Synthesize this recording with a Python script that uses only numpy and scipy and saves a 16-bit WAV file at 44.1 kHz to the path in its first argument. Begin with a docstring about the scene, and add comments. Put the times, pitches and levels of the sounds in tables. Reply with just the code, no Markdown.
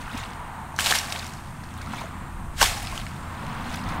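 """At a pond, water is scooped with a bucket and thrown onto wet ground, twice.
Each load lands as sheets of spray with hard slaps in them, then patters and drains; the bucket
sloshes as it refills. Impacts give the water its clicks, and trapped air resonates as bubbles.
Behind are a distant road, a running engine, insects and a little wind on the microphone."""
import sys
import numpy as np
from scipy import signal
from scipy.fft import rfft, irfft
from scipy.io import wavfile

SR = 44100
rng = np.random.default_rng(int(sys.argv[2]) if len(sys.argv) > 2 else 0)


def to_wav(s):
    """Save 16-bit WAV."""
    ch = np.atleast_2d(s).T  # columns
    pcm = np.round(np.clip(ch, -1, 1) * 32767)  # PCM
    wavfile.write(sys.argv[1], SR, pcm.astype(np.int16))


N = 176400
T = np.arange(N) / SR


def amp(db):
    """Amplitude ratio of a level in decibels."""
    return 10 ** (np.asarray(db) / 20)


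def unit(x):
    """Normalisation to rms 1."""
    return x / np.sqrt(np.mean(x ** 2) + 1e-20)


def level(points):
    """Gain interpolated in decibels between (time [s], level [dB]) points."""
    return amp(np.interp(T, *np.transpose(points)))


def add(mix, s, sound):
    """Superposition of a sound starting at s seconds."""
    part = mix[max(round(s * SR), 0):][:len(sound)]
    part += sound[:len(part)]


def colour(x, spectrum):
    """Minimum-phase filtering by a spectrum; the result has rms 1."""
    hz, db = np.transpose(spectrum)
    bins_hz = abs(np.fft.fftfreq(N, 1 / SR)) + 1
    log_gain = np.log(amp(np.interp(np.log(bins_hz), np.log(hz), db)))
    response = np.exp(np.conj(signal.hilbert(log_gain)))
    return unit(np.fft.ifft(np.fft.fft(x) * response).real)


def noise(spectrum):
    """Spectrally shaped Gaussian noise of rms 1."""
    return colour(rng.standard_normal(N), spectrum)


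def drift(rate_hz):
    """Random modulation: low-pass noise of rms 1."""
    f = np.fft.rfftfreq(N, 1 / SR)
    return unit(irfft(rfft(rng.standard_normal(N)) * np.exp(-(f / rate_hz) ** 2) * (f > 0), N))


def swells(rows, roundness=1):
    """Incoherent events add in power; roundness 1 makes each a cusp, 2 a bell."""
    power = np.zeros(N)
    for s, db, rise, fall in rows:
        from_peak = np.maximum((s - T) / rise, (T - s) / fall)
        power += (amp(db) * np.exp(-from_peak ** roundness)) ** 2
    return np.sqrt(power)


# road noise spectra: (frequency [Hz], relative level [dB])
TYRE_SPECTRUM = [(20, -62), (250, -12.5), (420, -11), (560, -10), (750, -3), (980, 1.5), (1300, -3),
                 (1900, -9.5), (2800, -17), (4300, -24.5), (7000, -46), (15800, -37)]
RUMBLE_SPECTRUM = [(15, -1), (40, -1), (85, 0), (125, 1), (170, 1), (250, -1.5), (310, -12), (400, -32),
                   (700, -35), (15800, -84)]
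# their envelopes: (time [s], level [dB])
TYRE_LEVELS = [(0, -41), (.45, -40), (.75, -43), (1.2, -41.5), (1.55, -44.5), (1.9, -43), (2.2, -41),
               (2.55, -44.5), (2.95, -44), (3.3, -39.5), (3.57, -36), (3.78, -39), (3.93, -32), (4, -33)]
RUMBLE_LEVELS = [(0, -43), (.6, -43.5), (1.3, -41), (2, -38.5), (2.6, -43.5), (3.3, -38), (3.7, -34.5),
                 (4, -30.5)]
def road():
    """Distant traffic radiates broadband noise: tyre roar over a low rumble."""
    roar = noise(TYRE_SPECTRUM) * level(TYRE_LEVELS) * amp(0.35 * drift(23))
    return roar + noise(RUMBLE_SPECTRUM) * level(RUMBLE_LEVELS)


# wind spectrum: (frequency [Hz], relative level [dB])
WIND_SPECTRUM = [(8, -16), (22, -0.5), (40, 0), (65, -6.5), (100, -9), (160, -32), (400, -47), (15800, -90)]
# gusts: (time [s], level [dB])
WIND_LEVELS = [(0, -45), (2.05, -51), (2.3, -36), (2.55, -33.5), (2.8, -36.5), (3, -35.5), (3.4, -73),
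               (3.75, -37), (4, -52)]
def wind():
    """Turbulence at the microphone causes low-frequency pressure fluctuations."""
    return noise(WIND_SPECTRUM) * level(WIND_LEVELS)


# engine tones: (harmonic number, relative level [dB])
ENGINE_HARMONICS = [(3, -41), (4, -51.5), (5, -46.5), (6, -54), (7, -54.5), (12, -55.5)]
# their shared envelope: (time [s], gain [dB])
ENGINE_GAINS = [(0, -5.5), (1, -4.5), (1.6, -3), (3, -2.5), (4, -5)]
def engine(cycle_hz=28.17, waver=0.0074):
    """A nearly periodic engine cycle radiates harmonics that waver together in pitch."""
    turns = np.cumsum(cycle_hz * (1 + waver * drift(3.8))) / SR
    hum = np.zeros(N)
    for harmonic, db in ENGINE_HARMONICS:
        tone = np.sqrt(2) * np.sin(2 * np.pi * (harmonic * turns + rng.random()))
        hum += amp(db + 2 * drift(8.7)) * tone
    return hum * level(ENGINE_GAINS)


# insect chorus: (frequency [Hz], relative level [dB])
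CHORUS_SPECTRUM = [(500, 7), (3000, -22.5), (6500, -4.5), (7700, -3.5), (8400, 0.5), (9000, 2),
                   (9500, -4.5), (10100, -8.5), (13000, -9), (15800, -19)]
# a nearer insect: (start [s], duration [s], level [dB])
INSECT_BUZZES = [(2.1, .21, -64), (3.17, .2, -62)]
def insects(buzz_hz=7500, width_hz=260):
    """Amplitude-modulated noise: a faint chorus and one insect's short narrow-band buzzes."""
    chorus = noise(CHORUS_SPECTRUM) * amp(-54 + .5 * drift(35))
    f = np.fft.rfftfreq(N, 1 / SR)
    band = unit(irfft(rfft(rng.standard_normal(N)) * np.exp(-((f - buzz_hz) / width_hz) ** 2), N))
    envelope = np.zeros(N)
    for s, length, db in INSECT_BUZZES:
        progress = np.clip((T - s) / length, 0, 1)
        envelope += amp(db) * np.sqrt(abs(np.sin(np.pi * progress)))
    return chorus + band * envelope


def impacts(per_s, spread_db):
    """A Poisson process of impulses with random sign and size."""
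    occurs = rng.random(N) < per_s / SR
    sign = rng.choice([-1., 1.], N)
    size = np.minimum(rng.exponential(1, N), np.pi)
    return occurs * sign * amp(spread_db * size)


def bubble(hz, decay_s, rise_s=0.00033, glide=0.051):
    """Trapped air rings as a damped oscillator, rising in pitch."""
    t = np.arange(0, 7 * decay_s, 1 / SR)
    turns = np.cumsum(hz * (1 + glide * np.minimum(t / decay_s, 2))) / SR
    return np.sin(2 * np.pi * turns) * np.exp(-t / decay_s) * (1 - np.exp(-t / rise_s))


def water(spectrum, per_s, spread_db, cycles, bubbly, mist, top_hz, sizes=40):
    """Shot noise of droplet impacts and bubble resonances, with the hiss of a fine mist."""
    bubbles = np.zeros(N)
    for hz in np.geomspace(500, top_hz, sizes) * rng.uniform(.96, 1.04, sizes):
        ring = bubble(hz, cycles / hz)
        onsets = impacts(per_s / sizes * np.sqrt(hz / 3000), spread_db)
        bubbles += signal.oaconvolve(onsets, ring / np.linalg.norm(ring))[:N] * hz ** .25
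    droplets = unit(impacts(per_s, spread_db))
    return colour(droplets + bubbly * unit(bubbles) + mist * rng.standard_normal(N), spectrum)


def pops(rows, crack, fragments, crack_s=0.0019):
    """Air entrainment: water cracks on contact, and the air it traps rings and breaks up."""
    out, hiss = np.zeros(N), noise(SPRAY_SPECTRUM)
    t = np.arange(SR // 20) / SR
    for s, db, hz, decay_s in rows:
        add(out, s, amp(db) * bubble(hz, decay_s))
        add(out, s, amp(db) * crack * hiss[round(s * SR):][:len(t)] * np.exp(-t / crack_s))
        octaves = np.linspace(-.6, .8, 4) + rng.uniform(-0.16, 0.062, 4)
        for fragment_hz, delay_s in zip(hz * 2 ** octaves, rng.random(4) * decay_s):
            add(out, s + delay_s, amp(db) * fragments * bubble(fragment_hz, decay_s * .5))
    return out


# sloshing water and glugging air: (frequency [Hz], relative level [dB])
SLOSH_SPECTRUM = [(120, 11), (240, -5), (420, -3.5), (700, 0.5), (1400, -0.5), (2100, -2), (3600, -6),
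                  (5500, -12.5), (8500, -16), (12000, -24), (15800, -19)]
GLUG_SPECTRUM = [(60, -30), (170, -12.5), (240, 5.5), (320, -13.5), (500, -34), (15800, -89)]
# their envelopes: (peak time [s], level [dB], rise [s], fall [s])
SLOSH_SWELLS = [(.02, -41.5, 0.083, 0.029), (.19, -36.5, 0.13, .11), (1.83, -44.5, 0.2, 0.17),
                (1.975, -35.5, 0.067, 0.08), (3.5, -44.5, 0.21, 0.19), (3.73, -36, 0.12, 0.11),
                (3.9, -40, .05, 0.067)]
GLUG_SWELLS = [(.152, -34.5, 0.0076, 0.012), (1.91, -36, 0.008, 0.024)]
# single bubbles: (time [s], level [dB], frequency [Hz], decay [s])
BUBBLE_PLOPS = [(.078, -27.5, 1406, .006), (.102, -30, 1360, 0.0055), (.741, -26.5, 860, .005),
                (1.636, -37, 1560, 0.0034), (1.812, -33, 1530, 0.0052), (1.872, -27, 1240, 0.0046),
                (1.935, -21.5, 925, 0.0032), (1.936, -26.5, 1330, 0.0043), (1.987, -35, 3480, 0.0052),
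                (2.014, -24.5, 966, 0.0054), (2.04, -30, 626, 0.0088), (2.925, -26.5, 1020, .007),
                (2.976, -29, 1220, 0.0039), (3.438, -32.5, 544, .011)]
def bucket():
    """Bubble resonance as the bucket dips and lifts: small pockets slosh and plop, large ones glug."""
    slosh = water(SLOSH_SPECTRUM, per_s=2200, spread_db=4.5,
                  cycles=5.4, bubbly=1.32, mist=0.88, top_hz=11070)
    glugs = noise(GLUG_SPECTRUM) * swells(GLUG_SWELLS)
    plops = pops(BUBBLE_PLOPS, crack=0.087, fragments=0.34)
    return slosh * swells(SLOSH_SWELLS, roundness=1.28) + glugs + plops


# drops on ground and pond: (time [s], relative level [dB], band centre [Hz], decay [s])
DROP_IMPACTS = [(.174, -31, 4120, 0.0041), (.18, -29, 2400, .003), (0.235, -29, 2830, 0.0042),
                (.177, -35, 9000, 0.0026), (.333, -34.5, 3200, .002), (0.7627, -28.5, 5000, 0.0016),
                (1.1234, -16.5, 3570, .0015), (1.127, -23, 5780, 0.00094), (1.16, -22.5, 2650, .003),
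                (1.1897, -25, 4200, 0.00092), (1.194, -21.5, 3750, .001), (1.2438, -29.5, 5440, 0.0013),
                (1.25, -34, 3000, 0.0017), (1.2654, -29, 5500, 0.0016), (1.277, -38, 7500, .001),
                (1.336, -32.5, 6050, .0015), (1.636, -40.5, 4550, 0.0055), (1.739, -38.5, 5700, .002),
                (1.777, -39, 9900, 0.0013), (1.815, -33, 5000, .003), (1.86, -38, 4400, 0.0022),
                (2.826, -30, 8100, .002), (2.8712, -21.5, 3300, 0.0011), (2.977, -18.5, 3040, 0.0011),
                (2.9985, -29, 2270, .002), (3.015, -29, 2740, .002), (3.056, -38, 7500, 0.0008),
                (3.066, -24, 2400, 0.001), (3.465, -32, 3020, 0.0023), (3.741, -28, 3930, .003),
                (3.757, -32, 7960, .003), (3.838, -36, 3740, 0.0026), (3.888, -31, 4070, 0.0034)]
def drops(rise_s=0.00092, gain_db=-6):
    """Each drop's impact is a transient: a dry smack of band-limited noise."""
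    out, t = np.zeros(N), np.arange(2048) / SR
    f = np.fft.rfftfreq(len(t), 1 / SR) + 1
    for s, db, hz, decay_s in DROP_IMPACTS:
        band = irfft(rfft(rng.standard_normal(len(t))) / (1 + np.log2(f / hz) ** 2) ** 2)
        envelope = np.exp(-t / decay_s) * (1 - np.exp(-t / rise_s))
        smack = band * envelope
        smack *= np.linalg.norm(envelope) / np.linalg.norm(smack)
        add(out, s, amp(db + gain_db) * smack / envelope.max())
    return out


# water falling back: (frequency [Hz], relative level [dB])
PATTER_SPECTRUM = [(150, -16), (450, -10), (800, 0), (1300, -6.5), (2000, -3.5), (3200, -8), (5000, -9.5),
                   (8500, -9), (11000, -16), (15800, -23)]
# its envelope: (peak time [s], level [dB], rise [s], fall [s])
PATTER_SWELLS = [(1.0, -33.5, 0.027, 0.2), (1.13, -38, 0.082, 0.16), (2.70, -32, 0.024, 0.23),
                 (2.96, -38, 0.044, 0.055)]
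def patter():
    """Shot noise dies away as the thrown water falls back and drains."""
    droplets = water(PATTER_SPECTRUM, per_s=1800, spread_db=4.5,
                     cycles=4.4, bubbly=0.79, mist=0.95, top_hz=5100)
    return droplets * swells(PATTER_SWELLS, roundness=1.03)


# flow over the rim, the load's thud, its spray: (frequency [Hz], relative level [dB])
POUR_SPECTRUM = [(200, -38), (550, -19), (750, 2.5), (980, 6.5), (1250, -5.5), (2050, -10.5), (2700, -30),
                 (15800, -50)]
THUD_SPECTRUM = [(100, -20), (220, -9), (330, 0.5), (450, 2), (560, -19), (760, 8), (1300, -16),
                 (4000, -52), (15800, -64)]
SPRAY_SPECTRUM = [(100, -31), (330, -15), (500, -5.5), (800, 0), (1200, -0.5), (2000, 1.5), (2400, 0),
                  (3400, 1), (5500, -2), (8500, -4), (10500, -10), (13000, -9.5), (15800, -17)]
# their envelopes: (peak time [s], level [dB], rise [s], fall [s])
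POUR_SWELLS = [(.47, -40.5, 0.27, 0.37), (2.22, -55, .1, 0.14)]
THUD_SWELLS = [(.913, -32.5, 0.011, .014), (2.617, -32, 0.0039, 0.043)]
SPRAY_SWELLS = [(.796, -23, 0.0056, 0.052), (.862, -23, 0.015, 0.048), (.914, -21.5, 0.035, 0.02),
                (.953, -21, 0.015, 0.031), (2.616, -18, 0.015, 0.049), (2.629, -11.5, 0.0022, .002),
                (2.658, -22, 0.016, 0.025)]
# lumps of water trapping air: (time [s], level [dB], frequency [Hz], decay [s])
LUMP_SLAPS = [(.789, -0.5, 1520, 0.00091), (.796, -17, 2930, .0015), (.8072, -9, 2460, 0.00079),
              (.861, -4.5, 3730, 0.00079), (.8705, -5, 2880, 0.00055), (.9085, -6, 3620, 0.00091),
              (.9135, -8.5, 3000, 0.00095), (.9165, -9.5, 950, 0.0017), (.9237, -4, 1600, 0.0013),
              (.937, -13.5, 1670, 0.0016), (.9872, -9, 5320, .0012), (2.6125, -8.5, 2760, 0.0021),
              (2.614, -8, 1440, 0.0027), (2.6155, -9.5, 824, 0.0053), (2.627, 2, 5400, 0.0004),
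              (2.628, -5.5, 965, 0.0023), (2.6284, -6.5, 3330, 0.0017), (2.6345, -17, 1600, 0.0014),
              (2.658, -13, 3160, 0.0014)]
def throws():
    """Water rushes out and gives up its momentum to the ground in thuds, spray and slaps."""
    pours = noise(POUR_SPECTRUM) * swells(POUR_SWELLS, roundness=1.6)
    thuds = noise(THUD_SPECTRUM) * swells(THUD_SWELLS)
    spray = water(SPRAY_SPECTRUM, per_s=5000, spread_db=2.0,
                  cycles=2.46, bubbly=0.74, mist=0.62, top_hz=11060)
    sheets = spray * amp(1.2 * drift(150)) * swells(SPRAY_SWELLS, roundness=0.97)
    return pours + thuds + sheets + pops(LUMP_SLAPS, crack=0.1, fragments=0.39)


def outdoors(x, wet_db=-14, decay_s=0.01):
    """Scattering from the bank and tall grass adds a short, weak tail."""
    t = np.arange(SR // 4) / SR
    tail = rng.standard_normal(len(t)) * np.exp(-t / decay_s) * (t > .002)
    return x + amp(wet_db) * signal.oaconvolve(x, tail / np.linalg.norm(tail))[:N]


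def scene():
    """The sources superpose, alike in both channels."""
    background = road() + wind() + engine() + insects()
    mono = background + outdoors(bucket() + drops() + patter() + throws())
    return np.array([mono, mono])


def record(dry, ceiling=.9, cutoff_hz=15800):
    """Soft saturation rounds the highest peaks; a low-pass filter limits the band."""
    rounded = dry / (1 + (dry / ceiling) ** 6) ** (1 / 6)
    lowpass = signal.firwin(511, cutoff_hz, window=("kaiser", 9), fs=SR)
    return signal.oaconvolve(rounded, lowpass[None], "same")


dry = scene()
out = record(dry)
to_wav(out)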